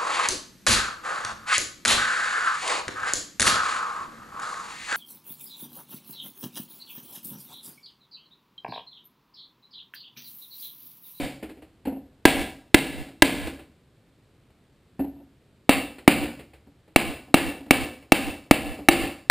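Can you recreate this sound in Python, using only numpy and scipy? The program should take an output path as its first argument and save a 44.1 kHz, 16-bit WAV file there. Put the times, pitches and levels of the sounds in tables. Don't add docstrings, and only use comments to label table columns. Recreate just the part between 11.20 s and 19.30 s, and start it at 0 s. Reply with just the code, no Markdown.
import sys
import numpy as np
from scipy import signal
from scipy.fft import rfft, irfft, next_fast_len
from scipy.io import wavfile

SR = 44100
rng = np.random.default_rng(int(sys.argv[2]) if len(sys.argv) > 2 else 0)


def ratio(d):
    e = np.asarray(d, float) / 20
    return 10 ** e


def store_wav(level_fs):
    pcm = np.round(np.clip(np.atleast_2d(level_fs), -1, 1) * 32767)
    wavfile.write(sys.argv[1], SR, pcm.T.astype(np.int16))


N = 357210
LEAD = 11025
M = N + 2 * LEAD

# start_s, level_db, hardness_db, settling_t60_s
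BLOWS = [(-.16, 13.5, -4, 0.38), (1.053, 16.5, 0, 0.24), (1.5438, 19, 1, 0.29), (2.0215, 16.5, 4.5, .35),
         (4.4921, 11, -5, .14), (4.877, 16, -5.5, .17), (5.7601, 10, 1.5, .21), (6.1416, 11, 1.8, 0.22),
         (6.5080, 10, 0, 0.21), (6.9201, 13, 0.3, .25), (7.3103, 15, -2.17, 0.2), (7.6857, 12.5, 3.05, .34),
         (8.0984, 15, -2.6, .2)]
# pitch_hz, width_hz, level_db
WOOD_FLAT = [(318, 43, -2.5), (705, 480, -11), (1006, 23, -14.5), (1360, 52, -23.5), (1618, 36, -10.5),
             (1983, 37, -10.5), (2125, 53, -11.5), (2715, 58, -37), (3818, 240, -25), (4250, 120, -34),
             (5260, 110, -46.5)]
# pitch_hz, width_hz, level_db
WOOD_EDGE = [(276.8, 17, -3), (561.6, 220, -5.5), (826, 64, -18), (1214, 47, -16), (1762, 150, -22.5),
             (2266, 61, -8.5), (2690, 35, -10.5), (2826, 61, -13.5), (3330, 73, -24), (3915, 73, -16.5),
             (5100, 340, -40.5)]
# pitch_hz, flat_block_level_db, turned_block_level_db,
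# decay_t60_s
CASTING_AND_BENCH = [(73.3, -17.5, -17.5, 0.39), (133, -19.5, -22, 0.16), (259.07, -12, -19.5, 0.14),
                     (272, -2, -6, 0.11), (292.4, -1, 0, 0.08), (349.6, -9.5, -5, 0.15), (555, -12.5, -12.5, 0.31),
                     (635, -13.5, -9.5, 0.053), (785, -16, -9.5, 0.21), (871.7, -20, -14.5, 0.057),
                     (1077, -26, -28, 0.37),
                     (1730, -12.5, -23.5, 0.16), (1752, -23.5, -13.5, .18), (2145, -17, -20, 0.14),
           (2285, -12, -30, 0.14), (2766, -15, -15.5, 0.099), (2890, -21, -23.5, 0.45),
           (3124, -20, -16.5, 0.23), (3657, -27.5, -35.5, 0.21), (3655, -24.5, -23.5, .15),
           (3890, -21.5, -21.5, 0.42), (4590, -24.5, -34.5, 0.24), (4610, -29.5, -29, 0.13),
           (4910, -25, -35.5, 0.45)]
# pitch_hz, level_below_blow_db, decay_t60_s
LOOSE_STEEL = [(1760, -36, .25), (2285, -34, .28), (2686, -31, .27), (3790, -41, .28), (4490, -39, .31),
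               (4900, -48, .42)]
# pitch_hz, density_db (per Hz)
RATTLE_FLAT = [(88, -42.5), (150, -13), (204, -18.5), (273, -6), (383, -5.5), (753, -7.5), (1210, -19.5),
               (2310, -9.5), (3290, -13.5), (3900, -16.5), (5900, -28), (7670, -66), (13000, -120)]
# pitch_hz, density_db (per Hz)
RATTLE_EDGE = [(88, -32), (150, -13.5), (204, -25), (282, -3), (407, -7), (656, -9), (1530, -16.5),
               (2740, -7.5), (3190, -15.5), (5060, -23), (5900, -42.5), (7670, -68.5), (13000, -120)]
# start_s, weight_db, scuff_db
HANDLING = [(.226, -34, -37.5), (0.291, -41.5, -45.5), (0.37, -44.5, -58), (.419, -47, -50),
            (0.652, -33.5, -39.5), (.671, -24.5, -52.5), (0.691, -37, -95), (.72, -32, -71),
            (0.734, -47, -66), (.761, -36, -65), (1.884, -46.5, -49), (2.268, -36, -33),
            (2.391, -46.5, -45.5), (3.301, -64, -65), (3.792, -20.5, -45), (3.842, -32.5, -57),
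            (3.869, -69, -73), (3.964, -50, -75), (3.999, -44.5, -81), (4.782, -52, -43),
            (5.191, -50, -41.5), (5.333, -57, -48.5), (5.467, -49, -68.5), (5.677, -56.5, -59.5),
            (6.08, -43.5, -61), (6.405, -39, -60.5), (6.461, -41, -53), (6.824, -52, -52.5),
            (7.262, -61, -66), (7.587, -33, -46)]
# pitch_hz, density_db (per Hz)
SCUFF = [(240, -40), (400, -3), (769, -13), (910, -17.5), (1230, -16.5), (1460, -16), (2680, -11),
         (3600, -22), (4300, -19), (5900, -35.5), (7670, -65), (13000, -120)]
# pitch_hz, density_db (per Hz)
THUD = [(24, -43.5), (40, -12), (135, -18), (270, 2), (377, -8.5), (758, -12.5), (960, -20), (1140, -47),
        (1500, -34.5), (1950, -70), (3300, -120)]
# pitch_hz, level_db, decay_t60_s
SOFT_BENCH = [(68, -12.5, 0.51), (538, -10.5, .1), (638, -10.5, 0.033), (796, -15, 0.06),
              (1470, -34.5, .08), (1770, -20.5, 0.11), (2680, -26.5, 0.15), (4370, -35, .08)]
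# pitch_hz, decay_t60_s
ROOM_T60 = [(60, 0.67), (250, 0.48), (1000, 0.45), (3000, 0.41), (6000, 0.5)]
ROOM_EDGES = 25 * 2 ** np.arange(0, 8.1, 1 / 3)
# pitch_hz, density_db (per Hz)
SHOP = [(12, -50.5), (20, -11.5), (128, 0), (148, -3.5), (401, -10.5), (441, -12), (900, -22), (2330, -25),
        (2630, -25.5), (4030, -26.5), (5900, -31), (7670, -55), (13000, -120)]
# pitch_hz, density_db (per Hz)
HISS = [(12, -32.5), (20, 0), (249, 0), (762, -11.5), (4880, -13), (5900, -19), (7670, -63.5),
        (13000, -120)]

TURNED_S = 3
REBOUND_S = 0.023
STRIKE_SPREAD_DB = 1.5


def in_hz(points, hz):
    table_hz, values = np.transpose(points)
    return np.interp(np.log(hz), np.log(table_hz), values)


def filtered(x, order, hz, kind):
    return signal.sosfilt(signal.butter(order, hz, kind, fs=SR, output="sos"), x)


def block_is_flat():
    return np.arange(M) < LEAD + TURNED_S * SR


def clicks(times, sizes):
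    out = np.full(M, 1e-18)
    out[np.round(np.asarray(times) * SR).astype(int) + LEAD] = sizes
    return out


def ring(x, hz, t60):
    radius = ratio(-60 / (t60 * SR))
    angle = 2 * np.pi * hz / SR
    return signal.lfilter([0, np.sin(angle)], [1, -2 * radius * np.cos(angle), radius * radius], x)


def coloured(spectrum, white):
    size = next_fast_len(len(white))
    hz = np.maximum(np.arange(size // 2 + 1) * SR / size, 1)
    out = irfft(rfft(white, size) * ratio(in_hz(spectrum, hz)), size)[:len(white)]
    return out / np.sqrt(np.mean(out ** 2))


def grains(per_s, spread_db):
    sizes = ratio(spread_db * np.minimum(rng.exponential(1, M), 4))
    sizes = sizes * rng.choice([-1, 1], M)
    return sizes * (rng.random(M) < per_s / SR)


def dying(times, dbs, t60s, rise_s):
    out, t = np.zeros(M), np.arange(SR) / SR
    for start, db, t60 in zip(times, dbs, t60s):
        i = round(start * SR) + LEAD
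        envelope = ratio(db - 60 * t / max(t60, .02)) * (1 - np.exp(-t / rise_s))
        out[i:i + SR] += envelope[:max(M - i, 0)]
    return out


def crack(s, blow_db, hard_db):
    return rng.standard_normal(M) * dying(s, blow_db + hard_db - 11, np.full(len(s), .03), rise_s=0.0029)


def wood(s, blow_db, hard_db):
    out = 0
    for modes, used in ((WOOD_FLAT, s < TURNED_S), (WOOD_EDGE, s >= TURNED_S)):
        for k, (hz, width, db) in enumerate(modes):
            tilt_db = hard_db * np.log2(hz / 500) / 2
            chance_db = 2.0 * rng.standard_normal(len(s))
            size = ratio(blow_db + db + tilt_db + chance_db) * used
            size = size * (-1) ** k * np.sqrt(width / 100)
            out = out + ring(clicks(s + 0.57 / hz, size), hz, 2.0 / width)
    return out


def casting_and_bench(s, dbs, shaking, shake_db):
    longest_t60_s = .12
    out, flat = 0, block_is_flat()
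    for k, (hz, flat_db, edge_db, t60) in enumerate(CASTING_AND_BENCH):
        size = ratio(dbs + STRIKE_SPREAD_DB * rng.standard_normal(len(s))) * (-1) ** k
        push = clicks(s + 0.54 / max(hz, 200), size) + ratio(shake_db) * shaking
        landing = np.roll(clicks(s, size), round(REBOUND_S * SR))
        push = push + ratio(-5) * landing
        out = out + ring(push * np.where(flat, ratio(flat_db), ratio(edge_db)), hz, min(t60, longest_t60_s))
    return out


def steel(s, blow_db):
    out = ring(clicks(s, ratio(-49.5)), 5272, 1.1)
    for hz, db, t60 in LOOSE_STEEL:
        size = ratio(blow_db + db + STRIKE_SPREAD_DB * rng.standard_normal(len(s)))
        out = out + ring(clicks(s + .004, size), hz, t60)
    return out


def loose_parts(contacts, shake, jolt):
    buzz = np.where(block_is_flat(), coloured(RATTLE_FLAT, contacts), coloured(RATTLE_EDGE, contacts))
    jingle = filtered(contacts, 2, [3600, 5400], "band")
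    return buzz * shake + ratio(3) * jingle * jolt


def hammer():
    s, blow_db, hard_db, settling_t60 = np.transpose(BLOWS)
    usual_settling_s = .21
    seated = np.log2(np.maximum(settling_t60, .05) / usual_settling_s)
    ring_db = 4.34 + 13 * seated
    rattle_db = 12.5 - 6.5 * seated
    contacts = grains(per_s=9000, spread_db=2)
    contacts = contacts / contacts.std()
    jolt = dying(s + REBOUND_S, blow_db + ring_db - 29.0, np.full(len(s), .09), rise_s=0.018)
    shake = dying(s, blow_db + rattle_db - 26.5, settling_t60, rise_s=0.021) + jolt
    metal = casting_and_bench(s, blow_db + ring_db - 24, shaking=contacts * shake, shake_db=-32.5)
    struck = ratio(-4.5) * wood(s, blow_db, hard_db) + crack(s, blow_db, hard_db)
    return struck + metal + steel(s, blow_db) + loose_parts(contacts, shake, jolt)


def shop_air():
    return ratio(-60) * coloured(SHOP, rng.standard_normal(M))


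def thump(s, thump_db, thump_hz):
    out, t = np.zeros(M), np.arange(SR // 2) / SR
    for start, db, hz in zip(s, thump_db, thump_hz):
        i = round(start * SR) + LEAD
        swing = ratio(db + 0.5 - 60 * (t / .12) ** 2) * (1 - np.exp(-t / 0.0078))
        out[i:i + SR // 2] += (swing * np.sin(2 * np.pi * hz * t))[:M - i]
    return out


def handling():
    s, thump_db, scuff_db = np.transpose(HANDLING)
    landed_s = s + .002
    slides_above_db, slide_span_db = -9.5, 5
    sliding = 1 / (0.5 + np.exp((slides_above_db - scuff_db + thump_db) / slide_span_db))
    resting_hz, sliding_hz = 277, 308
    thump_hz = resting_hz + (sliding_hz - resting_hz) * sliding
    contacts = grains(per_s=7000, spread_db=2)
    out = coloured(SCUFF, contacts) * dying(s, scuff_db - 0.5, np.full(len(s), .16), rise_s=.002)
    out = out + coloured(THUD, contacts) * dying(s, thump_db + 1.5, np.full(len(s), .1), rise_s=0.0027)
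    out = out + thump(landed_s, thump_db, thump_hz)
    knock = np.hypot(ratio(thump_db + 0.3), ratio(scuff_db + 11))
    for hz, db, t60 in SOFT_BENCH:
        chance_db = 2.0 * rng.standard_normal(len(s))
        out = out + ring(clicks(landed_s, knock * ratio(db - 6.5 + chance_db)), hz, t60)
    return out


def room(x):
    t, echo = np.arange(SR) / SR, 0
    for low, high in zip(ROOM_EDGES, ROOM_EDGES[1:]):
        band = filtered(rng.standard_normal(SR), 2, [low, high], "band")
        echo = echo + band * ratio(-60 * t / in_hz(ROOM_T60, np.sqrt(low * high)))
    echo = echo * np.clip((t - .006) / 0.0087, 0, 1)
    return signal.fftconvolve(x, echo / np.sqrt(np.sum(echo ** 2)))[:M]


def scene():
    near = filtered(hammer() + handling(), 2, 45, "high")
    mid = near + ratio(-15.0) * room(near) + shop_air()
    hiss = ratio(-78.5) * coloured(HISS, rng.standard_normal(M))
    return (mid + hiss * [[1], [-1]])[:, LEAD:LEAD + N]


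def gain_control(x, top_db, start_db, power, release, attack_s, step_db):
    over_db = np.maximum(20 * np.log10(np.abs(x).max(axis=0) + 1e-9) - top_db, 0)
    over_db[0] = start_db
    drain = release * np.arange(N) / SR
    held = np.maximum.accumulate(ratio(power * over_db) + drain) - drain
    held_db = 20 * np.log10(held) / power
    r = np.exp(-1 / (attack_s * SR))
    cut_db = signal.lfilter([(1 - r) ** 2], [1, -2 * r, r * r], held_db - start_db) + start_db
    return ratio(-step_db * np.round(cut_db / step_db))


def offset_swing(gain):
    swing = filtered(gain[0] - gain, 1, 20, "high")
    return filtered(swing, 2, 450, "low") * [[.15], [-.23]]


def sample_and_hold(x):
    at = np.arange(0, N, SR / 12000)
    slow = np.clip([np.interp(at, np.arange(N), channel) for channel in x], -.98, .98)
    held = signal.resample_poly(np.repeat(slow, 4, axis=1), 147, 160, axis=1)[:, :N]
    return signal.sosfiltfilt(signal.cheby2(10, 30, 15500, fs=SR, output="sos"), held)


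def roll_off(x):
    return signal.sosfilt(signal.butter(12, 16210, fs=SR, output="sos"), x)


def record(dry):
    gain = gain_control(dry, top_db=-6, start_db=5.4, power=.38, release=6.6, attack_s=.003, step_db=.5)
    x = filtered(dry * gain + offset_swing(gain), 4, 5600, "low")
    mix = np.clip(sample_and_hold(x), -1, 1)
    return roll_off(mix)


dry = scene()
out = record(dry)
store_wav(out)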